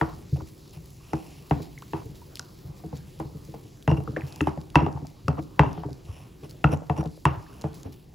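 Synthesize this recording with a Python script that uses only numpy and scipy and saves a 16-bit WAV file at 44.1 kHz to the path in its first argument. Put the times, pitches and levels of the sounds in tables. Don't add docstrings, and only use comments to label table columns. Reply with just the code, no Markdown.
import sys
import numpy as np
from scipy import signal
from scipy.fft import rfft, irfft, next_fast_len
from scipy.io import wavfile

SR = 44100
rng = np.random.default_rng(int(sys.argv[2]) if len(sys.argv) > 2 else 0)


def master_out(mix):
    frames = np.transpose(np.atleast_2d(mix))
    ceiling = np.clip(frames, -1, 1)
    pcm = np.round(ceiling * 32767).astype(np.int16)
    wavfile.write(sys.argv[1], SR, pcm)


def boost(x):
    u = np.asarray(x, float) / 20
    return 10 ** u


N = 358974

# [f/Hz, likeness/1]
LIKENESS = [(60, 0.97), (130, 1), (290, 0.75), (640, 0.12), (1400, 0.5), (2500, 0.58)]
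# [f/Hz, level/dB per Hz]
RUMBLE_SPECTRUM = [(25, -5), (60, -2), (110, -4.5), (155, 2), (200, -16), (300, -10.5), (420, -12.5),
                   (600, -56.5), (1000, -46.5)]
# [f/Hz, level/dB per Hz]
GRIT_SPECTRUM = [(300, -28), (500, 0), (800, -1.5), (1100, -4), (1600, -13.5), (2500, -18), (3500, -9.5)]
# [f/Hz, level/dB per Hz]
HISS_SPECTRUM = [(1800, 0.5), (3000, -2.5), (5500, 5.5), (7500, -7.5), (10000, 0.5), (13000, 1),
                 (16000, -21)]
# [f/Hz, level/dB per Hz]
CHATTER_SPECTRUM = [(450, 7.5), (800, 13), (1150, 5), (1500, -8), (2000, -10), (2700, -14), (3300, -34),
                    (6000, -21.5)]
# [f/Hz, level/dB per Hz]
CRUSH_SPECTRUM = [(850, -1), (1150, 4.5), (1500, -1), (2000, -4.5), (2600, -9), (3200, -14.5), (4000, -26)]
# [t/s, level/dB]
GRIND = [(0.0, -53), (0.5, -64.5), (1.59, -61.5), (3.31, -61), (3.92, -63), (4.03, -57.5), (5.37, -63.5),
         (5.78, -55), (5.92, -62.5), (6.53, -60), (6.89, -64.5), (7.07, -69), (7.71, -55), (8.14, -67)]
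# [t/s, level/dB]
WET = [(0.0, -57), (0.93, -60), (1.24, -57.5), (3.96, -61.5), (4.34, -59.5), (4.5, -62.5), (7.04, -62.5),
       (7.78, -61), (8.0, -65.5)]
# [t/s, length/s, hiss rise/dB]
SQUEEZES = [(0.467, 0.032, 6.5), (0.727, 0.024, 5.5), (1.616, 0.032, 8), (2.15, 0.038, 5),
            (2.352, 0.046, 7), (2.762, 0.039, 5), (2.951, 0.032, 7.5), (3.422, 0.17, 4), (4.27, 0.025, 7.5),
            (4.602, 0.015, 6.5), (5.068, 0.08, 4), (5.422, 0.02, 6), (6.494, 0.021, 9), (7.738, 0.043, 8),
            (7.92, 0.028, 7)]
# [t/s, peak level/dB, f/Hz]
SNAPS = [(5.2821, -32.5, 4870), (.7086, -51, 6170), (.9045, -50, 11600), (1.497, -47, 4700),
         (1.7872, -49, 6340), (1.8217, -45, 3000), (2.3557, -32, 4760), (7.2535, -26.5, 8600),
         (2.3712, -38, 3000), (2.3945, -29, 5700), (2.9673, -46, 4400), (2.9735, -47.5, 7300),
         (3.8256, -46, 3000), (4.3242, -39, 3970), (4.3602, -38, 12900), (4.4134, -33.5, 7000),
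         (4.4933, -47.5, 4880), (4.614, -47.5, 4300), (4.7018, -46.5, 3220), (4.75, -47, 4630),
         (5.069, -43.5, 4700), (5.7301, -43.5, 5520), (5.9301, -44.5, 4750), (6.4948, -47, 5000),
         (6.51, -42.5, 4800), (7.2625, -42, 3000), (7.6127, -41.5, 6230), (7.6188, -41.5, 3970),
         (7.7442, -48.5, 10700), (7.832, -40.5, 6780), (.5701, -62, 5850), (.6943, -53, 6710),
         (1.6207, -49, 4910), (3.1986, -45.5, 10300), (4.0377, -48.5, 11100), (4.2667, -52.5, 4290),
         (4.9277, -51, 5290), (5.9065, -53.5, 4530), (6.0536, -51, 3300), (6.4363, -53, 3070),
         (6.773, -48.5, 6700), (6.9771, -47.5, 6560), (7.039, -48.5, 5300), (7.058, -46.5, 3800),
         (7.075, -50.5, 4640), (7.7313, -51.5, 4300), (7.9299, -51.5, 5160), (1.1343, -43.5, 5750)]
# [t/s, peak level/dB, starting f/Hz, decay/s, climb/octaves per ms]
BUBBLES = [
    (1.7772, -34.5, 2040, 0.0032, 0.024),
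    (1.793, -50, 1970, 0.0019, .05),
    (1.823, -37.5, 930, 0.0066, 0.09),
    (2.218, -46.5, 934, 0.012, 0.0053),
    (4.164, -25.5, 1586, 0.0065, 0.054),
    (4.209, -35, 2310, 0.0021, 0.073),
    (4.219, -33.5, 1730, 0.0026, 0.076),
    (7.176, -39.5, 477, 0.0039, 0.045),
    (7.464, -50, 1540, 0.0055, 0.044),
    (7.526, -50.5, 1450, 0.005, 0.019),
]
# [t/s, length/s, bowl level/dB, pestle level/dB re bowl]
SCRAPES = [(.01, 0.11, -41.5, -46), (1.5, 0.13, -47.5, -30.5), (7.273, 0.077, -56.5, -12),
           (0.913, 0.66, -63.5, 9.5), (4.181, 0.39, -53.5, 2.5), (6.017, 0.29, -58, 5.5),
           (2.6, 0.17, -60, -22), (2.792, 0.027, -55, -23.5), (0.351, 0.034, -56, 5.5),
           (0.395, 0.034, -44.5, -13), (0.722, 0.07, -57, 5), (3.885, 0.042, -38, -11),
           (3.964, 0.025, -38, -11), (4.472, 0.019, -33.5, -12.5), (5.368, 0.039, -34.5, -40.5),
           (6.427, 0.038, -46, -3), (6.711, 0.041, -31.5, -5), (6.956, 0.057, -35.5, -11.5),
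           (7.004, 0.015, -36.5, -11), (7.051, 0.023, -44.5, -13), (7.611, 0.02, -51, 0),
           (7.838, 0.056, -48, -9), (1.933, 0.11, -45.5, -10), (5.575, 0.032, -44, -35),
           (7.35, 0.33, -62.5, 3.5)]
# [t/s, level/dB, decay/s]
CRUSHES = [(0.015, -41, 0.027), (1.136, -46.5, 0.0091), (1.513, -39, 0.029), (1.935, -45.5, 0.034),
           (3.201, -51, 0.014), (3.88, -40, .03), (4.41, -42.5, 0.022), (4.474, -41, .025),
           (4.759, -29, .035), (5.284, -43, 0.019), (5.597, -32.5, .04), (6.646, -39, 0.027),
           (6.9, -44.5, 0.018), (7.257, -34.5, 0.045), (7.641, -49, 0.023)]
# [t/s, level/dB, decay/s]
HUMS = [(0.018, -40, .05), (1.0, -67, 0.28), (1.94, -46, 0.022), (4.2, -60.5, 0.14), (4.762, -36, .04),
        (4.866, -41, 0.015), (5.6, -37, 0.034), (5.836, -47, .02), (6.08, -61.5, .15), (7.26, -36.5, 0.04),
        (7.36, -54, 0.11)]
# [t/s, lower mode level/dB, upper mode level/dB, upper mode f/Hz]
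NICKS = [(3.893, -29, -49, 5670), (3.9004, -37, -48, 5490), (3.912, -32, -47, 5520),
         (3.927, -33, -58, 5360), (3.9444, -60, -62, 5460), (3.9684, -44, -64, 5670),
         (3.9739, -35, -59, 5280), (4.7906, -40, -54, 5490), (4.802, -34, -48, 5470),
         (4.825, -41, -61, 5250), (4.8424, -38, -58, 5420), (4.861, -43, -60, 5740),
         (5.621, -52, -67, 5400), (5.6444, -44, -62, 5870), (5.6625, -36, -66, 5540),
         (6.709, -46, -57, 5710), (6.7223, -50, -52, 5940), (6.729, -48, -45, 5630),
         (6.7354, -55, -57, 5630), (6.9641, -45, -63, 5400), (6.977, -44, -56, 5930),
         (6.9834, -49, -46, 5700), (7.0035, -50, -60, 5800), (7.0104, -47, -50, 5680),
         (7.2634, -39, -58, 5270), (7.272, -31, -55, 5510), (7.3074, -38, -59, 5470)]
# [f/Hz, level/dB, t60/s]
BOWL_MODES = [(660, -32.5, 0.16), (720, -13, 0.15), (790, -50.5, 0.2), (856, -23.5, 0.097),
              (900, -14.5, 0.13), (970, -21, 0.14), (1130, -19.5, 0.14), (1472, -25.5, 0.043),
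              (1550, -40.5, 0.21), (2280, -36, 0.103)]
# [f/Hz, level/dB, t60/s]
PESTLE_MODES = [(2673, 2.5, 0.021), (2687, -13, 0.05), (5400, -25.5, 0.05), (7500, -43.5, 0.02),
                (9670, -20, 0.02)]
# [f/Hz, level/dB, time to full swing/s]
TABLE_MODES = [(76.5, -7.5, 0.0152), (221, -8, 0.01241), (300.7, -2, 0.00938), (414.5, -5, 0.00843),
               (512, -7, 0.00373)]
# [t/s, thud level/dB, main table mode f/Hz]
WOBBLES = [(0.377, -32, 130), (0.4149, -33, 85.5), (1.5605, -27.5, 150), (1.5967, -30, 150),
           (2.054, -33, 120), (2.8407, -30.5, 160), (3.2444, -32.5, 144), (3.347, -33.5, 150),
           (3.4843, -36, 149), (3.642, -39, 111), (3.976, -21.5, 135.7), (4.0891, -28, 117),
           (4.128, -30.5, 143), (4.5713, -27.5, 157), (4.818, -16, 152), (5.02, -30, 145),
           (5.332, -31.5, 136), (5.66, -23, 122), (5.702, -33.5, 154), (5.7744, -31.5, 164),
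           (5.8509, -26, 139), (5.9038, -33, 136), (6.427, -35.5, 145), (6.6908, -23.5, 146),
           (6.724, -18, 151), (6.9485, -35, 137), (6.983, -19, 151.4), (7.056, -25.5, 156),
           (7.8517, -31.5, 92), (7.884, -36.5, 146)]
# [t/s, thud level/dB, main table
# mode f/Hz]
DULL_THUDS = [(0.3232, -15.5, 139), (0.7608, -35.5, 155), (2.0871, -32.5, 152), (2.6434, -33, 136),
              (2.6858, -33.5, 140), (2.9789, -34, 152), (4.229, -24.5, 138.5), (4.9455, -24.5, 144),
              (5.2447, -32.5, 101.4), (6.0865, -29, 94), (7.304, -25.5, 136), (7.3669, -29, 110),
              (4.409, -18, 300), (4.758, -14.5, 291), (5.378, -28.5, 298), (7.2536, -13.5, 144)]
# [t/s, clack level/dB, clack f/Hz]
ROCKS = [(0.059, -39, 970), (.3591, -37, 754), (.404, -45, 1250), (1.5247, -33, 720), (3.9021, -19.5, 930),
         (3.9704, -32, 820), (4.0029, -32.5, 740), (6.644, -11, 1335), (4.5751, -32.5, 600),
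         (4.7456, -33.5, 1097), (4.783, -18.5, 852), (4.8098, -21, 648), (4.8791, -29.5, 756),
         (4.9621, -35, 910), (4.973, -32, 880), (5.0483, -35.5, 720), (5.301, -26.5, 690),
         (5.317, -36, 716), (2.838, -40, 790), (5.6607, -28, 980), (5.776, -28, 810), (5.8345, -26.5, 900),
         (5.8862, -33.5, 574), (6.734, -19.5, 520), (6.8198, -32.5, 588), (7.014, -33, 895),
         (7.028, -27, 690), (7.0478, -30.5, 586), (7.298, -35.5, 1070), (7.6556, -29, 663)]
# [t/s, clack level/dB, clack f/Hz, thud level/dB, crack level/dB re clack (hardness)]
POUNDS = [(0.0126, -14, 900, -19.5, 3.5), (1.1329, -17, 790, -22.5, -10.5), (1.51, -14, 783, -15, -8),
          (1.9337, -22.5, 900, -27, -5.5), (2.3944, -32, 1470, -72, -5), (2.9279, -34, 790, -28.5, -22),
          (3.1997, -24, 905, -31.5, -26), (3.54, -32, 790, -45, -36), (3.8772, -14, 694, -12, -3.5),
          (3.9148, -19, 600, -12.5, -10), (4.0751, -28.5, 1255, -33, -27), (4.168, -19.5, 520, -33.5, -16),
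          (4.4075, -21.5, 1320, -22, 5), (4.4709, -14, 874, -22, -18), (4.7559, -3, 916, -10.5, -1),
          (4.8638, -17.5, 800, -25.5, -19), (5.2812, -17.5, 1280, -15, -8),
          (5.382, -29.5, 1100, -25.5, -29), (5.5937, -4, 946, -8, -2.5), (5.633, -15, 915, -28, -24),
          (6.6419, -11.5, 850, -9.5, -2), (6.8973, -16.5, 874, -17.5, -8.5), (7.2537, -6.5, 998, -33.5, -5),
          (7.6405, -21.5, 700, -22, -19)]


def in_time(rows):
    t_s, level_db = np.transpose(rows)
    return np.interp(np.arange(N) / SR, t_s, level_db)


def at_hz(points, hz):
    points = np.array(points)
    return np.interp(np.log(hz), np.log(points[:, 0]), points[:, 1])


def rms_one(x):
    return x / np.sqrt(np.mean(x ** 2) + 1e-20)


def drift(rate_hz):
    knots = rng.standard_normal(int(N / SR * rate_hz) + 2)
    return np.interp(np.arange(N) * rate_hz / SR, np.arange(len(knots)), knots)


def filtered(order, hz, kind, x):
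    return signal.sosfilt(signal.butter(order, hz, kind, fs=SR, output="sos"), x)


def swing(hz, full_s, sharp, phase=0.):
    t = np.arange(1, int(8 * full_s * SR)) / SR / full_s
    hump = (t * np.exp(1 - t)) ** sharp
    return hump * np.cos(2 * np.pi * hz * full_s * (t - 1) + phase)


def add(out, t_s, burst):
    i = max(round(t_s * SR), 0)
    out[..., i:i + burst.shape[-1]] += burst[..., :N - i]


def banded_noise(spectrum, patchy_db, lumps, count=2):
    first_hz, last_hz = spectrum[0][0], spectrum[-1][0]
    edges = np.geomspace(first_hz, last_hz, round(np.log2(last_hz / first_hz) * count) + 1)
    white = rng.standard_normal((2, 2, N))
    out = 0
    for k, (low, high) in enumerate(zip(edges, edges[1:])):
        mid, side = filtered(2, [low, high], "band", white[k % 2])
        hz = np.sqrt(low * high)
        alike = np.clip(at_hz(LIKENESS, hz), 0, 1)
        gain = boost(at_hz(spectrum, hz) + patchy_db * drift(15))
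        out = out + gain * (np.sqrt(1 + alike) * mid + np.sqrt(1 - alike) * side * [[1], [-1]])
    return rms_one(out * lumps)


def force_of(rows, longest_s):
    force, t = np.zeros(N), np.arange(int(longest_s * SR)) / SR
    for t_s, level_db, decay_s in rows:
        add(force, t_s, boost(level_db) * np.exp(-t / decay_s))
    return force


def contacts():
    rows = [(t_s, db, hz, crack_db) for t_s, db, hz, _, crack_db in POUNDS]
    for t_s, db, hz in ROCKS:
        rows.append((t_s, db, hz, -23.5 + 13.5 * np.log2(hz / 800)))
    out = []
    for t_s, db, hz, crack_db in rows:
        cushion_db = -21 * np.exp(-t_s / 0.91)
        ring_db = -7 + 1.2 * crack_db + 0.14 * max(db, -25) + cushion_db
        out.append((t_s, db, hz, ring_db, crack_db))
    return np.array(out)


def table_blows():
    main_hz, lag_s = 147.6, -0.001
    blows = []
    for t_s, db, _, thud_db, _ in POUNDS:
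        upper_db = -13 + 0.67 * (db - thud_db) - 0.36 * db
        blows.append((t_s + lag_s, thud_db, main_hz, upper_db))
    blows += [(*row, -6.5) for row in WOBBLES]
    return blows + [(*row, -22.5) for row in DULL_THUDS]


def kitchen(x):
    t60_s, wall_cut_hz = 0.51, 3360
    size = next_fast_len(N + SR)
    w = 2 * np.pi * np.arange(size // 2 + 1) / size
    dull = 1 / (1 + 1j * w * SR / (2 * np.pi * wall_cut_hz))
    echo = np.zeros((2, len(w)), complex)
    for k, lag in enumerate((rng.uniform(.009, .04, 16) * SR).astype(int)):
        loop = boost(-60 * lag / SR / t60_s) * dull * np.exp(-1j * w * lag)
        echo[k % 2] += (-1) ** (k // 2) * loop / (1 - loop)
    wet = irfft(rfft(x, size) * echo, size)[:, :N]
    return filtered(2, 190, "high", wet)


def rumble():
    pressure_db = in_time(GRIND)
    level_db = -46 + 0.54 * (pressure_db - pressure_db.mean())
    lumps = boost(0.57 * drift(4.8))
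    return boost(level_db) * banded_noise(RUMBLE_SPECTRUM, patchy_db=2.5, lumps=lumps, count=3)


def squelch(per_s, size_db):
    born = (rng.random(N) < per_s / SR) * boost(size_db * np.minimum(rng.exponential(1, N), 3))
    return 1 + signal.lfilter([1], [1, -.985], born)


def grit():
    return boost(in_time(GRIND)) * banded_noise(GRIT_SPECTRUM, patchy_db=4.5, lumps=squelch(45, size_db=-1.5))


def wet_swells():
    out = np.ones(N)
    for t_s, length_s, rise_db in SQUEEZES:
        t = np.arange(round(3 * length_s * SR)) / SR / length_s
        add(out, t_s, (boost(rise_db) - 1) * np.minimum(8 * t, 1) * np.exp(-t ** 2))
    return out


def hiss():
    noise = banded_noise(HISS_SPECTRUM, patchy_db=1.8, lumps=squelch(45, size_db=0.5))
    return boost(in_time(WET)) * wet_swells() * noise


def snaps():
    out, spits = np.zeros(N), np.zeros(N)
    splashes = [(t_s, db - 26 + 0.17 * crack_db, 3020) for t_s, db, _, _, crack_db in POUNDS]
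    rows = list(SNAPS) + splashes
    spit = rng.standard_normal((len(rows), 120)) * np.exp(-np.arange(120) / 82.0)
    for (t_s, peak_db, hz), noise in zip(rows, spit):
        add(out, t_s, boost(peak_db + 6.0) * swing(hz, 0.000449, 4.6))
        add(spits, t_s, boost(peak_db + 2.0) * noise)
    return out + filtered(2, [2500, 11000], "band", spits)


def bubbles():
    out, ragged = np.zeros(N), boost(1.5 * drift(530))
    for t_s, peak_db, hz, decay_s, octaves_per_ms in BUBBLES:
        t = np.arange(round(3 * decay_s * SR)) / SR
        cycles = np.cumsum(hz * 2 ** (1000 * octaves_per_ms * t)) / SR
        envelope = np.exp(-(t / decay_s) ** 2) * np.minimum(t / 0.00021, 1)
        add(out, t_s, boost(peak_db) * envelope * np.sin(2 * np.pi * cycles))
    return out * ragged


def strokes():
    out = np.zeros((2, N))
    for t_s, length_s, bowl_db, pestle_db in SCRAPES:
        stroke = np.sqrt(np.hanning(round(length_s * SR)))
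        add(out, t_s, boost(bowl_db + np.array([[0], [pestle_db]])) * stroke)
    return out


def pestle_rasp(dragged, grains_per_s, width_hz):
    grains = (rng.random(N) < grains_per_s / SR) * rng.standard_normal(N) + 1e-18
    r = np.exp(-np.pi * width_hz / SR)
    out = 0
    for hz, level_db, _ in PESTLE_MODES[1:]:
        ring = signal.lfilter([1, 0, -1], [1, -2 * r * np.cos(2 * np.pi * hz / SR), r * r], grains)
        out = out + boost(0.54 * level_db) * rms_one(ring)
    return dragged * out


def chatter(dragged, quick_s, slow_s, slow_db):
    t_s, peak_db = contacts().T[:2]
    power = np.zeros(N)
    power[(t_s * SR).astype(int) + 40] = boost(2 * (peak_db - 13.0))
    quick = signal.lfilter([1], [1, -np.exp(-1 / (quick_s * SR))], power)
    slow = signal.lfilter([boost(2 * slow_db)], [1, -np.exp(-1 / (slow_s * SR))], power)
    noise = banded_noise(CHATTER_SPECTRUM, 0.55, lumps=boost(3.1 * drift(220)), count=3)
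    return np.sqrt(quick + slow + dragged ** 2) * noise


def crushes():
    noise = banded_noise(CRUSH_SPECTRUM, 0.5, lumps=boost(2.5 * drift(250)), count=3)
    return force_of(CRUSHES, 1 / 3) * noise


def hums():
    mid, side = rms_one(filtered(2, [930, 1260], "band", rng.standard_normal((2, N))))
    return force_of(HUMS, 0.5) * boost(3.7 * drift(90)) * (mid + 0.49 * side * np.array([[1], [-1]]))


def thuds():
    blows, out = table_blows(), np.zeros((2, N))
    chance = rng.uniform(-1, 1, (len(blows), 2 * len(TABLE_MODES)))
    for (t_s, peak_db, hz, upper_db), row in zip(blows, chance):
        add(out, t_s, boost(peak_db + np.array([[.6], [-.4]])) * swing(hz, 0.01426, 2.45))
        for (mode_hz, level_db, full_s), a, b in zip(TABLE_MODES, row[::2], row[1::2]):
            share_db = level_db + (upper_db + 4.0 * a if mode_hz > 200 else 0)
            turn = 0.0015 * mode_hz * b
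            tone_hz = mode_hz * (1 + 0.094 * b)
            phase = mode_hz / 88.6 * a
            left = swing(tone_hz, full_s, 0.94, phase + turn)
            right = swing(tone_hz, full_s, 0.95, phase - turn)
            add(out, t_s, boost(peak_db + share_db) * np.array([left, right]))
    return -out


def nicks():
    out, t = np.zeros(N), np.arange(SR // 10) / SR
    attack = np.minimum(t / 0.00094, 1)
    for t_s, low_db, high_db, high_hz in NICKS:
        for hz, db, t60_s in ((2790, low_db - 1.5, 0.037), (high_hz, high_db + 4.0, 0.029)):
            add(out, t_s, boost(db - 60 * t / t60_s) * attack * np.sin(2 * np.pi * hz * t))
    return out


def struck(modes, strength_db, spread_db, soft_hz, falloff_db):
    t_s, _, clack_hz = contacts().T[:3]
    at, out = (t_s * SR).astype(int), np.zeros((2, N))
    for hz, level_db, t60_s in modes:
        clicks = np.full((2, N), 1e-18)
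        both, apart = rng.standard_normal((len(at), 2)).T
        chance = both + 0.3 * apart * np.array([[1], [-1]])
        away = abs(np.log2(hz / clack_hz))
        clicks[:, at] = boost(strength_db + level_db + spread_db * chance - falloff_db * away)
        r, w = boost(-60 / (t60_s * SR)), 2 * np.pi * hz / SR
        out += signal.lfilter([0, np.sin(w)], [1, -2 * r * np.cos(w), r * r], clicks)
    return filtered(1, soft_hz, "low", out)


def bowl_ring():
    ring = struck(BOWL_MODES, contacts()[:, 1] - 6.0, spread_db=6.5, soft_hz=3000, falloff_db=14.5)
    return ring * boost(4.8 * drift(120) + np.array([[1.7], [-1.7]]))


def pestle_ring():
    _, peak_db, _, ring_db, _ = contacts().T
    ring = struck(PESTLE_MODES, peak_db + ring_db, spread_db=2, soft_hz=15000, falloff_db=1.5)
    return ring * boost(4.5 * drift(200))


def clacks():
    rows, out = contacts(), np.zeros((2, N))
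    chance = rng.uniform(-1, 1, (len(rows), 4))
    for (t_s, peak_db, hz, _, crack_db), (a, b, c, d) in zip(rows, chance):
        sides = boost(peak_db + np.array([[2.2], [-1.6]]))
        clack = [swing(hz, .0021, 3.6, a + 0.048), swing(hz, .0021, 1.9, a - .6)]
        crack = [swing(1850 + 120 * b, 0.00052, 0.5, np.pi * d + lead) for lead in (.35, -.35)]
        knock = [swing(1430 + 80 * c, 0.0014, 4.2, np.pi * b + lead) for lead in (.55, -.55)]
        add(out, t_s, sides * clack)
        add(out, t_s, sides * boost(crack_db - 6.5) * crack)
        add(out, t_s, sides * boost(crack_db - 5.0) * knock)
    return out


def scene():
    stone = clacks() + bowl_ring() + pestle_ring() + nicks()
    table = thuds()
    pulp = snaps() + bubbles()
    room = kitchen(boost(-22.0) * stone.mean(axis=0) + boost(-18) * table.mean(axis=0) + boost(-20.5) * pulp)
    on_bowl, on_pestle = strokes()
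    rubbed = chatter(on_bowl, quick_s=0.0071, slow_s=0.036, slow_db=-13.5)
    rubbed = rubbed + pestle_rasp(on_pestle, grains_per_s=1300, width_hz=450)
    between = rumble() + grit() + hiss()
    return room + between + pulp + rubbed + crushes() + hums() + table + stone


def top_cut(x):
    return signal.sosfilt(signal.butter(12, 16970, fs=SR, output="sos"), x)


def record(dry):
    cutoff_hz, merged_from_hz, split_from_hz = 15850, 2100, 7550
    turn_zero_hz, turn_period_hz = 7000, 4200
    size = next_fast_len(N)
    hz = np.arange(size // 2 + 1) * SR / size
    pair = rfft(1.05 * np.tanh(dry / 1.05), size) / (1 + (hz / cutoff_hz) ** 120)
    pair = pair / (1 - 1j * 36.4 / (hz + 1)) ** 2
    turn = np.pi * (hz - turn_zero_hz) / turn_period_hz * (hz > split_from_hz)
    common, apart = np.cos(turn), np.sin(turn)
    common[abs(common) < .42] *= boost(-14)
    apart[abs(apart) < .5] *= boost(-14)
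    merged = pair[0] * (common + 1j * apart * [[-1], [1]])
    share = .95 / (1 + (merged_from_hz / (hz + 1)) ** 12)
    share[hz > split_from_hz] = 1
    mix = irfft(share * merged + (1 - share) * pair, size)[:, :N]
    return top_cut(mix)


dry = scene()
out = record(dry)
master_out(out)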